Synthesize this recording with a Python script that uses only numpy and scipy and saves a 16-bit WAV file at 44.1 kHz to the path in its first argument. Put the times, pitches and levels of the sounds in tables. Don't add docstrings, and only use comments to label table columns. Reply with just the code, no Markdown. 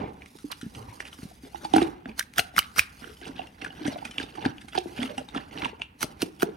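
import sys
import numpy as np
from scipy import signal
from scipy.fft import rfft, irfft, next_fast_len
from scipy.io import wavfile
from scipy.ndimage import uniform_filter1d

SR = 44100
rng = np.random.default_rng(int(sys.argv[2]) if len(sys.argv) > 2 else 0)


def to_wav(sig):
    pcm = np.clip(np.atleast_2d(sig), -1, 1) * 32767
    pcm = np.round(pcm).astype(np.int16)
    wavfile.write(sys.argv[1], SR, pcm.T)


N = 289709
TIME = np.arange(N) / SR
CONTROL_TIME = TIME[::32]
TOP_HZ = 16000

# [f/Hz, relative density/dB per Hz]
STALL = [(20, -23), (40, -0.5), (62, 8.5), (110, -2), (260, -1), (500, -34), (1000, -27), (2500, -19.5),
         (6000, -42.5), (16000, -39)]
STALL_DB = -55.5
# [t/s, length/s, level/dB, f/Hz, section width/Hz]
RUBS = [(0.0, 0.12, -50.5, 2220, 1030), (0.0, 0.085, -52, 480, 298), (0.774, 0.3, -59, 1120, 437),
        (0.879, 0.078, -55.5, 2120, 1200)]
# [peak t/s, build-up/s, release/s, grinding level/dB, pulp crackle level/dB]
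STROKES = [(0.01, 0.41, 0.22, -31.5, -56.5), (0.24, 0.31, 0.083, -52, -61), (0.64, 0.02, 0.12, -74, -60),
           (0.778, 0.12, 0.48, -45.5, -61), (1.04, 0.24, 0.25, -54, -54.5), (1.25, 0.24, 0.24, -55.5, -61),
           (1.45, 0.061, 0.27, -60, -57), (1.55, 0.058, 0.069, -62, -49), (1.65, 0.12, 0.03, -42.5, -48.5),
           (1.77, 0.1, 0.26, -29.5, -39.5), (2.09, 0.056, 0.092, -42, -50.5),
           (3.051, 0.18, 0.24, -54, -51.5), (3.279, 0.13, 0.18, -44, -51.5), (3.4, 0.2, 0.26, -46, -51.5),
           (3.645, 0.11, 0.13, -44.5, -46), (3.87, 0.33, 0.4, -40.5, -45.5), (4.05, 0.034, 0.095, -46, -47),
           (4.21, 0.18, 0.22, -45.5, -46.5), (4.39, 0.17, 0.29, -45.5, -46.5),
           (4.457, 0.081, 0.11, -32.5, -41), (4.774, 0.086, 0.053, -45.5, -36.5),
           (4.87, 0.07, 0.27, -51, -55), (5.018, 0.17, 0.27, -38.5, -41), (5.189, 0.079, 0.17, -45, -61),
           (5.367, 0.085, 0.13, -38.5, -40), (5.575, 0.18, 0.11, -42, -48.5), (5.647, 0.22, 0.13, -37, -41),
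           (5.819, 0.1, 0.021, -49, -59), (6.04, 0.023, 0.35, -45.5, -55), (6.25, 0.096, 0.11, -47, -76),
           (6.449, 0.099, 0.21, -40, -53)]
STROKE_RANGE_DB = 31.5
REST_GRIND_DB, REST_CRACKLE_DB = -65, -85.5
JUICE_FIZZ_DB = -13.5
# [t/s, crackle level/dB, fizz level/dB]
WET_BURSTS = [(2.186, -49, -43.5), (2.196, -49, -37), (2.392, -26.5, -25.5), (2.579, -29, -30),
              (2.782, -31, -25), (6.018, -46.5, -40), (6.028, -42.5, -31), (6.222, -34.5, -34.5),
              (6.409, -44, -39.5)]
BURST_RISE_S, BURST_FALL_S = 0.033, 0.032
BURST_RUB_DB = -5
TRICKLE_DB, TRICKLE_S = -22, 0.17
# [t/s, level/dB]
SALIVA = [(0.0, -74.5), (0.36, -63.5), (0.55, -60), (0.71, -61.5), (0.78, -55.5), (1.11, -59), (1.2, -58),
          (1.37, -62), (1.76, -54), (1.9, -66), (2.12, -99), (2.38, -65.5), (2.67, -61), (3.4, -66.5),
          (4.06, -61), (4.48, -68), (4.92, -59.5), (5.58, -72.5), (5.85, -82.5), (6.57, -61.5)]
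SALIVA_SWELL_DB, SALIVA_SWELLS_PER_S = 2.5, 9
# [f/Hz, section width/Hz, gain/dB]
CHEEKS = [(100, 440, -2.5), (181, 285, 4), (298, 100, -1), (452, 100, -11.5), (744, 145, 0.5)]
# [f/Hz, section width/Hz, gain/dB]
MOUTH = [(700, 250, 9.5), (1555, 540, 11.5), (2027, 68, 15), (2790, 890, 9), (4280, 490, 3), (5730, 140, 4)]
# [f/Hz, relative gain/dB]
FIZZ = [(2500, -1), (5000, 4), (6200, 2), (7500, -5), (9200, 1), (12300, -1.5), (13800, -21), (16000, -11)]
TICKS_PER_S, TICK_DB, TICK_SPREAD_DB = 18, 8, 3
TICK_CEILING_DB = -52
# [median delay/s, gain/1]
LIP_PATHS = [(.00055, -.55), (.0013, .45)]
LIP_MOVES_PER_S, LIP_TRAVEL = 9, .22
# [band centre f/Hz, t60/s, relative gain/dB]
ECHO = [(151, 0.74, -15), (347, 0.38, -11), (1154, 0.54, -11.5), (3380, 0.2, -10.5), (9130, 0.19, -11.5)]
# [t/s, level/dB, head f/Hz, head t60/s, relative mouth level/dB, mouth f/Hz]
KNOCKS = [(0.0375, -28, 225, 0.0029, -18, 750), (0.352, -41, 322, 0.012, -19, 870),
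          (0.442, -30, 304, 0.08, -34, 810), (0.6292, -29.5, 246, 0.032, -56, 560),
          (0.646, -38.5, 216, 0.13, -58, 550), (0.662, -30, 201, 0.024, -41, 885),
          (0.769, -36.5, 116, 0.058, -22, 804), (0.805, -41, 108, 0.16, -25, 950),
          (0.883, -40.5, 108, 0.13, -11, 930), (1.001, -44.5, 364, 0.024, -7, 790),
          (1.188, -40, 240, 0.043, -32, 770), (1.229, -32, 205, 0.0062, -39, 863),
          (1.2516, -34.5, 202, 0.029, -44, 755), (1.4338, -38, 270, 0.041, -31, 720),
          (1.545, -46, 337, 0.19, 8.5, 826), (1.649, -40, 314, 0.12, 8, 836),
          (1.7371, -15.5, 320, 0.17, -3, 773), (1.7614, -13, 320, 0.12, -6, 765),
          (1.7802, -17, 320, 0.054, -7, 833), (1.8175, -15, 334.4, 0.11, -14.5, 708),
          (1.8463, -34.5, 330, 0.048, -24, 860), (1.884, -36, 312, 0.037, -30, 688),
          (2.0571, -32.5, 260, 0.053, -13.5, 668), (2.086, -36.5, 217, 0.14, -16, 770),
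          (2.541, -46.5, 260, .03, -17, 740), (3.02, -39.5, 240, 0.035, -32, 740),
          (3.215, -44, 347, 0.056, -6.5, 710), (3.291, -33.5, 279, 0.056, -22, 720),
          (3.355, -38.5, 252, .04, -26, 730), (3.3935, -47, 267.6, 0.11, 12.5, 740),
          (3.621, -37.5, 312, 0.047, -27, 795), (3.666, -39, 326, 0.025, -11, 780),
          (3.703, -54.5, 296, .04, 5, 785), (3.81, -35, 306, 0.2, -33, 586),
          (3.853, -25.5, 274, 0.13, -15, 777), (3.879, -21, 234, 0.032, -13.5, 595),
          (4.0495, -42, 245, 0.15, -8, 850), (4.094, -41, 210, .035, -26, 750),
          (4.183, -36, 275, 0.054, -43, 670), (4.2012, -30, 283, 0.011, -41, 650),
          (4.236, -32, 302, 0.0096, -16, 820), (4.381, -37.5, 329, 0.1, 0, 810),
          (4.425, -41, 400, 0.017, -2, 800), (4.4585, -16, 247, 0.031, -15, 794),
          (4.485, -35, 126, 0.052, -33, 800), (4.644, -40.5, 220, .035, -19, 746),
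          (4.68, -51, 310, 0.034, -1.5, 800), (4.751, -36.5, 353, 0.13, 1, 876),
          (4.777, -27.5, 370, 0.14, 2, 749), (4.856, -31.5, 343, 0.11, -15, 656),
          (4.92, -43, 336, 0.079, -10, 760), (4.9898, -28, 234, 0.17, -14, 587),
          (5.0154, -29.5, 265, 0.18, -23, 665), (5.0367, -32.5, 240, 0.11, -12, 733),
          (5.18, -32, 263, 0.071, -2, 794), (5.285, -52.5, 304, .03, 2.5, 855),
          (5.342, -35, 233, 0.069, -27, 890), (5.351, -41, 326, 0.034, -1, 800),
          (5.3606, -25, 281, 0.044, -15, 720), (5.5537, -37, 306, 0.15, -13, 645),
          (5.6247, -34.5, 285, 0.12, -7, 965), (5.6567, -34, 253, 0.033, -3, 905),
          (5.7292, -40, 456, 0.014, -10, 884), (5.797, -51, 330, 0.023, 1.5, 697),
          (6.029, -34.5, 332, 0.016, -17, 865), (6.04, -26.5, 252, 0.017, -12.5, 614),
          (6.2264, -18, 308, 0.027, -20, 677), (6.4282, -15, 345, 0.038, -13, 688),
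          (6.4856, -36, 405, 0.044, -19, 564)]
# [t/s, level/dB, cavity f/Hz, ring t60/s, relative spray level/dB]
CRACKS = [(0.2202, -33, 2320, 0.01, -24), (0.2599, -36, 2200, 0.0078, -15), (0.3872, -50, 1540, 0.0043, 3),
          (0.5153, -26, 4240, 0.0089, -13.5), (0.6157, -46.5, 3080, 0.0066, 6),
          (0.75, -32, 2960, 0.0051, -10.5), (1.0036, -20.5, 1810, 0.006, -18),
          (1.053, -32, 2710, 0.0074, -16), (1.068, -34, 2480, 0.013, -16),
          (1.1293, -31.5, 3040, 0.0099, -19), (1.6479, -33.5, 4460, 0.034, -3.5),
          (1.7371, -13.5, 3170, 0.0038, -17.5), (1.7618, -18.5, 1474, 0.021, -8),
          (1.7825, -18.5, 1500, 0.016, -20), (1.8202, -25.5, 2960, 0.006, -6),
          (2.057, -27, 1620, 0.0059, -36), (2.0935, -35, 2400, 0.015, -32),
          (2.1155, -37, 2420, 0.0066, -30), (2.8963, -44, 2280, 0.0072, -17),
          (3.042, -30.5, 1470, 0.012, -35), (3.17, -42.5, 3040, 0.021, -28),
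          (3.214, -37, 2980, 0.0075, -13), (3.2546, -29, 2720, 0.012, -16), (3.279, -44.5, 3130, .01, 1),
          (3.36, -39, 2510, .009, -34), (3.3815, -39, 3070, 0.022, -35), (3.3924, -26.5, 2750, 0.019, -39),
          (3.417, -35, 2600, 0.013, -35), (3.4395, -44, 2650, 0.014, -25), (3.472, -38, 2750, 0.022, -14),
          (3.619, -27.5, 2680, 0.015, -19), (3.6468, -21.5, 1670, 0.024, -20),
          (3.6613, -30, 1500, 0.041, -33), (3.667, -44, 2900, .008, -12), (3.7046, -36, 2900, 0.033, -32),
          (3.8657, -29, 1550, 0.027, -9), (3.876, -36, 2820, 0.014, 4), (4.052, -24.5, 2510, 0.023, -10),
          (4.112, -36.5, 3040, 0.051, -6), (4.1826, -11.5, 2880, 0.0035, -26.5),
          (4.1998, -24, 1620, 0.018, -16.5), (4.2327, -33, 3580, 0.037, -11),
          (4.356, -41, 1230, 0.022, -4.5), (4.4523, -16, 1595, 0.014, -23.5),
          (4.582, -28, 2650, 0.004, -32), (4.614, -39.5, 3530, 0.0097, -5.5),
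          (4.6854, -35, 2540, 0.0021, -8), (4.7618, -27, 3200, 0.0072, -24),
          (4.7797, -30, 3440, 0.0011, -25), (4.987, -28, 2420, 0.015, -34), (5.0027, -29, 3080, 0.023, -20),
          (5.0301, -23.5, 3330, 0.015, -14), (5.0314, -22, 2080, 0.0089, -21),
          (5.0575, -33.5, 1990, .009, -17), (5.1806, -25, 2780, 0.018, -9.5),
          (5.288, -34, 3620, 0.019, -11.5), (5.348, -29.5, 1320, 0.047, -13),
          (5.3612, -25.5, 3230, 0.006, -24), (5.5105, -40, 2090, .008, -28),
          (5.5753, -26, 2800, 0.0052, -35), (5.5845, -33, 2680, 0.0074, -27),
          (5.6205, -23, 2340, 0.006, -34), (5.646, -19, 2680, 0.0097, -33),
          (5.649, -18.5, 2900, 0.0045, -20), (5.7976, -43, 2320, 0.021, -11),
          (5.8141, -32, 2530, 0.011, -31), (5.8183, -16, 2700, 0.01, -34), (5.821, -37, 2300, .008, -18),
          (5.824, -51, 3130, 0.022, -19)]
CRACK_SWELL_S, CRACK_DROP_OCTAVES = .0009, .15
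# [t/s, level/dB, cavity f/Hz, ring t60/s, relative spray level/dB, swell/s, pitch drop/octaves]
SMACKS = [(2.1933, -29.5, 2860, .004, 15, 0.0017, -0.35), (2.1953, -17.5, 5930, .006, -21, 0.0018, -0.066),
          (2.2053, -19, 1670, .012, -23, 0.00059, 0.62), (2.2095, -17.5, 1620, .016, -23, 0.0011, 0.13),
          (2.227, -30, 2060, .009, -4, 0.00094, 0), (2.3374, -33.5, 2110, .008, -5, 0.00028, 0.28),
          (2.3614, -34.5, 3550, .0046, -2.5, 0.00075, -0.12),
          (2.3664, -31.5, 1440, .008, -8, 0.00088, 0.33), (2.3817, -6.5, 1305, .012, -5.5, .0014, 2),
          (2.394, -3.5, 2880, .005, -15.5, 0.00069, -0.31), (2.3948, -13.5, 4060, .008, -9, 0.0025, 0.71),
          (2.5648, -11, 2000, .005, -14.5, 0.00061, 0.3), (2.5804, -3, 1237, .011, -14, 0.0013, 1.4),
          (2.5902, -3, 2980, .012, -5, 0.00093, 0.065), (2.596, -17.5, 2410, .008, -30, 0.0014, -0.54),
          (2.6212, -24.5, 2060, .006, -15, 0.00062, 0), (2.6276, -28, 2100, .016, -28.5, 0.0009, 0.18),
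          (2.7626, -25.5, 1480, .0094, -4.5, 0.0012, -0.73), (2.768, -30, 2190, .007, -15, 0.0009, -0.016),
          (2.783, -11, 1240, .011, -8, 0.0014, 1.23), (2.7936, 1, 2460, .013, -5.5, 0.00051, -0.15),
          (6.028, -14, 1380, .008, -2, 0.0018, 0.1), (6.2198, -26.5, 1620, .0026, 7, 0.00056, 1.6),
          (6.2246, -19, 3040, .0088, -15, 0.001, -0.069), (6.3984, -31, 3420, .0087, -3, 0.0011, -0.24),
          (6.407, -25, 2880, .0056, -21, 0.00064, 0.1), (6.4228, -17.5, 1450, .016, 1.5, 0.00077, -0.19),
          (6.4288, -15.5, 1490, .0092, -5, 0.0013, 0.34)]
# [nominal frequency ratio/1, level/dB]
CAVITY = [(1.001, -1.5), (1.52, -50), (2.38, -31), (3.7, -37.5)]
# [f/Hz, relative gain/dB]
SPRAY = [(200, -5), (700, -34), (1400, 11.5), (3000, 9), (4400, 1.5), (5800, 6.5), (7200, -3.5),
         (9000, 3.5), (12000, 1), (16000, -4.5)]
OPENING_S = 0.00078
SMACK_HISS_DB, HISS_GROWTH_S = -6, .0025
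# [f/Hz, gain/dB]
LIPS = [(3000, -0.5), (5000, -2), (9000, -0.5), (12500, -17.5), (16000, -21)]
# [f/Hz, section width/Hz, gain/dB]
HOLLOWS = [(742, 900, 5.5), (1620, 700, 6), (2590, 580, 16), (3240, 400, 10), (4810, 180, 2)]
# [t/s, length/s, level/dB, centre f/Hz]
CRUNCHES = [(0.501, 0.019, -43, 1020), (0.5157, 0.0049, -38, 6360), (0.5166, 0.013, -35.5, 1760),
            (0.52, 0.0092, -37, 3330), (1.064, 0.024, -50, 2850), (1.185, 0.0054, -47.5, 2300),
            (1.217, 0.024, -55, 2240), (1.634, 0.025, -50, 3000), (1.747, .004, -29, 3170),
            (1.757, 0.0055, -33, 3340), (1.764, 0.0041, -29, 5370), (1.7795, .005, -26.5, 2360),
            (1.812, .006, -30, 1930), (1.825, 0.0045, -31, 2160), (1.845, 0.033, -44.5, 1530),
            (2.61, 0.051, -47, 2710), (2.793, 0.0068, -31, 3520), (2.797, 0.041, -40, 2170),
            (3.02, 0.017, -47, 2190), (3.072, 0.026, -51, 2240), (3.22, 0.034, -48, 2530),
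            (3.26, 0.029, -50, 4200), (3.359, 0.032, -47.5, 2430), (3.424, 0.0079, -51, 2500),
            (3.613, 0.0091, -37.5, 2600), (3.64, 0.019, -51, 1830), (3.827, 0.0088, -45, 2980),
            (3.848, 0.01, -38, 2630), (3.922, 0.023, -46.5, 3030), (3.957, 0.0056, -43.5, 1690),
            (3.987, 0.0044, -43.5, 2870), (4.208, 0.025, -41.5, 2880), (4.367, 0.013, -56, 2470),
            (4.42, 0.016, -46, 2330), (4.456, 0.011, -34, 2400), (4.75, 0.0055, -34, 2300),
            (4.7505, .004, -42, 5300), (4.775, 0.013, -29, 3300), (4.971, 0.02, -41.5, 2340),
            (5.004, 0.025, -41, 2470), (5.025, 0.0074, -37, 1710), (5.061, 0.021, -50, 2380),
            (5.088, 0.034, -46, 2320), (5.344, 0.039, -42, 2330), (5.347, .016, -41, 1150),
            (5.57, 0.026, -43, 2780), (5.618, .006, -31.5, 2130), (5.632, 0.01, -34.5, 2080),
            (5.644, .014, -30.5, 1610), (5.676, 0.01, -51, 2430), (6.007, .012, -40, 2350),
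            (6.027, .006, -31.5, 1920), (6.4222, 0.0063, -35, 2380)]
CRUNCH_OCTAVES, CRUNCH_CYCLES, CRUNCH_SPREAD_DB = .45, 12, 5
# [f/Hz, gain/dB]
CRUNCH_COLOUR = [(750, -3.5), (1100, -6), (1550, -3), (2000, -5.5), (2900, -0.5), (4100, -2.5),
                 (5000, -0.5), (7000, -8), (10000, 7)]
# [t/s, length/s, level/dB, first f/Hz, last f/Hz]
SQUELCHES = [(0.905, 0.04, -53.5, 982, 940), (1.127, 0.01, -51.5, 1440, 1280),
             (1.308, 0.017, -50.5, 597, 745), (1.445, 0.045, -49, 397, 427), (2.538, 0.0076, -47, 639, 754),
             (3.019, 0.14, -50, 404.4, 352), (3.216, 0.074, -48, 335, 413),
             (3.22, 0.025, -49.5, 1640, 1580), (3.244, 0.096, -53, 431, 306), (3.405, 0.048, -50, 808, 840),
             (3.924, 0.0081, -35.5, 630, 740), (3.943, 0.037, -40, 577, 705), (4.014, 0.02, -41, 649, 870),
             (4.335, 0.044, -49.5, 406, 338), (4.353, 0.073, -47.5, 856, 767),
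             (4.859, 0.067, -54, 392, 328), (5.074, 0.083, -42.5, 503, 558), (5.193, 0.035, -43, 617, 550),
             (5.387, 0.044, -52, 500, 567), (6.257, 0.056, -46, 366, 397), (6.461, 0.04, -39, 370, 442)]
# [f/Hz, side re smack/dB]
FAN = [(3000, -28), (5000, -22), (9000, -5), (13000, -8.5)]
FAN_LAG_S = .0002
SMACK_ECHO_DB = -7.5
# [f/Hz, side re mid/dB]
LEAN = [(60, -46), (200, -40.5), (380, -47.5), (520, -27), (650, -8), (900, -3.5), (1100, 2), (1350, -16.5),
        (1600, -7), (2100, -14.5), (2650, -31), (3400, -22), (4500, -33.5), (6500, -55)]
# [f/Hz, side re mid/dB]
SCATTER = [(60, -38), (200, -22), (330, -9), (520, -1), (800, 2.5), (1200, 5), (1900, -4), (2600, -25.5),
           (3500, -3.5), (9000, -15.5), (12500, -49)]


def undb(db):
    return 10 ** (np.asarray(db) / 20)


def unit(x):
    return x / np.sqrt(np.mean(x ** 2))


def band(x, hz, width):
    g = np.tan(np.pi * min(hz, SR * .45) / SR)
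    k = width / hz
    numerator = [g * k, 0, -g * k]
    denominator = [1 + g * k + g * g, 2 * g * g - 2, 1 - g * k + g * g]
    return signal.lfilter(numerator, denominator, x)


def resonate(x, modes):
    return sum(undb(db) * band(band(x, hz, width), hz, width) for hz, width, db in modes)


def shape(x, points):
    hz, db = np.transpose(points)
    size = next_fast_len(len(x))
    f = np.maximum(np.fft.rfftfreq(size, 1 / SR), 1)
    gain = undb(np.interp(np.log(f), np.log(hz), db))
    return irfft(rfft(x, size) * gain, size)[:len(x)]


def colour(x, points):
    return unit(shape(x, points))


def fade(t, rise, t60):
    swell = np.sin(np.pi / 2 * np.minimum(t / rise, 1)) ** 2
    return swell * np.exp(-np.log(1000) * np.maximum(t - rise, 0) / t60)


def add(track, s, sound):
    i = int(np.clip(s * SR, 0, N - 1))
    track[i:i + len(sound)] += sound[:N - i]


def walk(rate):
    size = max(int(SR / rate), 2)
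    noise = rng.standard_normal(N)
    return unit(uniform_filter1d(uniform_filter1d(noise, size), size))


def patchy(x, rate, depth_db):
    gain = undb(depth_db * np.clip(walk(rate), -2, 1.5))
    return x * gain / np.sqrt(uniform_filter1d(gain ** 2, SR // 10))


def grains(rate, spread_db):
    size = undb(spread_db * np.minimum(rng.exponential(size=N), 4))
    x = (rng.random(N) < rate / SR) * size * rng.choice([-1, 1], N)
    return x / np.sqrt(uniform_filter1d(x * x, SR // 20) + 1e-9)


def through_lips(x):
    out = x
    for delay_s, gain in LIP_PATHS:
        lag = delay_s * np.exp(LIP_TRAVEL * walk(LIP_MOVES_PER_S))
        out = out + gain * np.interp(TIME - lag, TIME, x)
    return out * np.std(x) / np.std(out)


def background():
    mid, side = (colour(rng.standard_normal(N), STALL) for _ in range(2))
    waver_db = 0.74 * walk(rate=5.2)
    stereo = undb(-1.5) * band(np.array([side, -side]), 2400, 4600)
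    return undb(STALL_DB + waver_db) * (mid + stereo)


def rubs(rise_s):
    out, slips = np.zeros(N), grains(rate=2700, spread_db=1.5)
    for s, length, db, hz, width in RUBS:
        t = np.arange(int(length * SR)) / SR
        local_slips = np.roll(slips, -int(s * SR))[:len(t)]
        friction = unit(resonate(local_slips, [(hz, width, 0)]))
        envelope = np.minimum(t / rise_s, 1) * np.cos(np.pi / 2 * t / length)
        add(out, s, undb(db) * friction * envelope)
    return out


def press(s, build_s, release_s):
    return -STROKE_RANGE_DB * np.maximum((s - CONTROL_TIME) / build_s, (CONTROL_TIME - s) / release_s)


def together(levels_db):
    return 10 * np.log10(sum(np.exp(np.maximum(db, -120) * np.log(10) / 10) for db in levels_db))


def mouth_levels():
    grind, crackle = [REST_GRIND_DB], [REST_CRACKLE_DB]
    for s, build_s, release_s, grind_db, crackle_db in STROKES:
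        pressure = press(s, build_s, release_s)
        grind.append(grind_db + pressure)
        crackle.append(crackle_db + pressure)
    crackle = [together(crackle)]
    fizz = [crackle[0] + JUICE_FIZZ_DB, np.interp(CONTROL_TIME, *np.transpose(SALIVA))]
    for s, crackle_db, fizz_db in WET_BURSTS:
        trickle = TRICKLE_DB + press(s, BURST_RISE_S, TRICKLE_S)
        burst = np.maximum(press(s, BURST_RISE_S, BURST_FALL_S), trickle)
        grind.append(crackle_db + BURST_RUB_DB + burst)
        crackle.append(crackle_db + burst)
        fizz.append(fizz_db + burst)
    return [np.interp(TIME, CONTROL_TIME, together(layer)) for layer in (grind, crackle, fizz)]


def stray_ticks(crackle_db, rise, t60, ring_db, ring_t60):
    out, t = np.zeros(N), np.arange(SR // 25) / SR
    bursts = unit(resonate(rng.standard_normal(N), MOUTH))
    count = int(TICKS_PER_S * N / SR)
    for when, size, pocket, detune in rng.random((count, 4)):
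        i = int(when * (N - len(t)))
        hz = MOUTH[int(pocket * len(MOUTH))][0] * 2 ** (0.11 * (detune - .5))
        burst = bursts[i:i + len(t)] * fade(t, rise, t60)
        ring = np.sin(2 * np.pi * hz * t) * fade(t, rise, ring_t60)
        level_db = min(crackle_db[i], TICK_CEILING_DB) + TICK_DB + TICK_SPREAD_DB * (2 * size - 1)
        add(out, i / SR, undb(level_db) * (burst + undb(ring_db) * ring))
    return out


def bubbles(level_db, hz, octaves, cycles, spread_db, count):
    out, t = np.zeros(N), np.arange(SR // 25) / SR
    scatter = np.clip(rng.standard_normal((count, 2)), -2, 2)
    for when, (pitch, size) in zip(rng.random(count), scatter):
        f = hz * 2 ** (octaves * pitch)
        ring = np.sin(2 * np.pi * f * t * (1 + 4 * t)) * fade(t, 1 / f, cycles / f)
        add(out, when * N / SR, undb(level_db[int(when * N)] + spread_db * size) * ring)
    return out


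def chewing():
    grind_db, crackle_db, fizz_db = mouth_levels()
    grind = unit(resonate(grains(rate=1500, spread_db=1.0), CHEEKS)) * undb(grind_db)
    fractures = grains(rate=900, spread_db=3.5)
    pockets = sum(patchy(resonate(fractures, [mode]), rate=90, depth_db=5) for mode in MOUTH)
    crackle = unit(pockets) * undb(crackle_db)
    ticks = stray_ticks(crackle_db, rise=0.00057, t60=0.0097, ring_db=-7, ring_t60=0.022)
    bubble_db = np.minimum(crackle_db, -47)
    pops = bubbles(bubble_db + 3, hz=2450, octaves=.33, cycles=35, spread_db=3, count=900)
    froth = bubbles(bubble_db - 2, hz=4300, octaves=0.24, cycles=70, spread_db=2, count=300)
    gurgle = bubbles(bubble_db - 19.0, hz=686, octaves=0.11, cycles=12, spread_db=3.0, count=450)
    droplets = grains(rate=3000, spread_db=3)
    swell_db = SALIVA_SWELL_DB * walk(SALIVA_SWELLS_PER_S)
    fizz = colour(droplets, FIZZ) * undb(fizz_db + swell_db)
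    wet = patchy(through_lips(crackle + fizz) + pops + froth, rate=80, depth_db=3)
    return grind + gurgle + ticks + wet


def stall_echo(x):
    t = np.arange(SR // 2) / SR
    response = 0
    for hz, t60, db in ECHO:
        noise = rng.standard_normal((2, len(t)))
        mid, side = band(band(noise, hz, 1.18 * hz), hz, 1.18 * hz)
        tail = fade(t, 0.00086, t60)
        tail = tail / np.sqrt(np.sum(tail ** 2))
        width = min(hz / 600, .6)
        response = response + undb(db) * tail * (mid + width * np.array([side, -side]))
    return signal.fftconvolve(x[None], response, axes=1)[:, :N]


def knocks(rise, mouth_t60, thump_db, thump_hz):
    out, t = np.zeros(N), np.arange(SR // 5) / SR
    wobble = 1 + .04 * walk(rate=110)
    for s, db, hz, t60, mouth_db, mouth_hz in KNOCKS:
        local_wobble = np.roll(wobble, -int(s * SR))[:len(t)]
        head = np.sin(2 * np.pi * np.cumsum(hz * local_wobble) / SR) * fade(t, rise, t60)
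        mouth = np.sin(2 * np.pi * mouth_hz * t) * fade(t, 0.0023, mouth_t60)
        detuned_hz = thump_hz * (1 + 0.03 * rng.standard_normal())
        thump = np.sin(2 * np.pi * detuned_hz * t) * fade(t, 0.0066, 0.047)
        add(out, s, undb(db) * (head + undb(mouth_db + 2.0) * mouth + undb(thump_db) * thump))
    return out


def snaps(table, spray_db, spray_t60, wet_db, wet_t60, hiss_db, hiss_growth_s):
    out, t = np.zeros(N), np.arange(SR // 8) / SR
    droplets = patchy(rng.standard_normal(N), rate=700, depth_db=3)
    mist = through_lips(colour(droplets, SPRAY))
    is_overtone = np.arange(len(CAVITY)) > 0
    for s, db, hz, t60, bright_db, rise, drop in table:
        sliding_hz = hz * 2 ** (drop * np.exp(-t / OPENING_S))
        phase = 2 * np.pi * np.cumsum(sliding_hz) / SR
        detune = 1 + 0.14 * rng.standard_normal(len(CAVITY)) * is_overtone
        ring = sum(undb(part_db) * np.sin(ratio * d * phase) for (ratio, part_db), d in zip(CAVITY, detune))
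        spray = np.roll(mist, -int(s * SR)) * undb(bright_db + spray_db)
        wet = fade(t, rise, spray_t60) + undb(wet_db) * fade(t, 0.0041, wet_t60)
        add(out, s, undb(db) * (ring * fade(t, rise, t60) + spray[:len(t)] * wet))
        hiss = spray[-len(t):] * np.exp((t - t[-1]) / hiss_growth_s)
        add(out, s + rise / 2 - t[-1], undb(db + hiss_db) * hiss)
    return out


def mouth_rings(db, t60):
    out, t = np.zeros(N), np.arange(SR // 25) / SR
    hollow = unit(resonate(rng.standard_normal(N), HOLLOWS))
    for s, crack_db, *_ in CRACKS:
        ring = np.roll(hollow, -int(s * SR))[:len(t)] * fade(t, 0.00023, t60)
        add(out, s, undb(crack_db + db) * ring)
    return out


def crunches(attack_s, trend_db, count):
    out, t = np.zeros(N), np.arange(SR // 100) / SR
    for s, length, db, hz in CRUNCHES:
        rush = np.zeros(int(length * SR) + len(t))
        places = (np.arange(count) + rng.random(count)) / count
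        scatter = np.clip(rng.standard_normal((count, 2)), -2, 2)
        for u, (pitch, size) in zip(places, scatter):
            f = min(hz * 2 ** (CRUNCH_OCTAVES * pitch), TOP_HZ)
            ring = np.sin(2 * np.pi * f * t) * fade(t, attack_s, CRUNCH_CYCLES / f)
            gain = rng.choice([-1, 1]) * undb(CRUNCH_SPREAD_DB * size + trend_db * u)
            add(rush, u * length, gain * ring)
        add(out, s, undb(db) * rush / np.sqrt(np.sum(rush ** 2) / (length * SR)))
    return shape(out, CRUNCH_COLOUR)


def squelches(flutter_hz, rough):
    out = np.zeros(N)
    drive = 1 + rough * (walk(flutter_hz) + 1j * walk(flutter_hz))
    for s, length, db, first_hz, last_hz in SQUELCHES:
        u = np.linspace(0, 1, int(length * SR))
        phase = 2 * np.pi * np.cumsum(first_hz + (last_hz - first_hz) * u) / SR
        local_drive = np.roll(drive, -int(s * SR))[:len(u)]
        ring = np.imag(local_drive * np.exp(1j * phase))
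        add(out, s, undb(db) * unit(ring) * np.sin(np.pi * u))
    return out


def puffs(db, hz, t60):
    out, t = np.zeros(N), np.arange(SR // 8) / SR
    for s, smack_db, *_ in SMACKS:
        pitch_hz = hz * 2 ** (0.084 * rng.standard_normal())
        add(out, s, undb(smack_db + db) * np.sin(2 * np.pi * pitch_hz * t) * fade(t, 0.011, t60))
    return out


def scene():
    pulp = rubs(rise_s=0.0055) + chewing() + mouth_rings(db=-17.0, t60=0.033)
    pulp = pulp + crunches(attack_s=0.00018, trend_db=3.5, count=18)
    jaw = knocks(rise=0.004, mouth_t60=0.044, thump_db=-12.5, thump_hz=174.8)
    crack_rows = [(*row, CRACK_SWELL_S, CRACK_DROP_OCTAVES) for row in CRACKS]
    cracks = snaps(crack_rows, spray_db=-4.0, spray_t60=0.015, wet_db=-3.0, wet_t60=0.087,
                   hiss_db=6.5, hiss_growth_s=HISS_GROWTH_S)
    juice = squelches(flutter_hz=220, rough=2.5)
    smacks = snaps(SMACKS, spray_db=-1.0, spray_t60=0.005, wet_db=-19, wet_t60=0.064,
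                   hiss_db=SMACK_HISS_DB, hiss_growth_s=HISS_GROWTH_S)
    air = puffs(db=-35.5, hz=82.6, t60=0.046)
    mouth = undb(.5) * shape(cracks, LIPS) + undb(4.0) * jaw + pulp + juice + air
    lips = undb(-2.5) * smacks
    fan = shape(np.roll(lips, int(FAN_LAG_S * SR)), FAN)
    echo = stall_echo(mouth + undb(SMACK_ECHO_DB) * lips)
    return mouth + lips + np.array([-fan, fan]) + echo + background()


def record(dry):
    mid = dry.mean(axis=0)
    turn_rad = 1.7 * walk(rate=70)
    analytic = signal.hilbert(mid, next_fast_len(N))[:N]
    scattered = np.real(analytic * np.exp(1j * turn_rad))
    side = shape(mid, LEAN) + shape(scattered, SCATTER)
    low_cut = signal.butter(2, 34, "high", fs=SR, output="sos")
    ports = signal.sosfilt(low_cut, dry + np.array([-side, side]))
    rounded = ports / (1 + (ports / .92) ** 4) ** .25
    high_cut = signal.ellip(10, .2, 80, TOP_HZ, fs=SR, output="sos")
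    return signal.sosfilt(high_cut, rounded)


dry = scene()
out = record(dry)
to_wav(out)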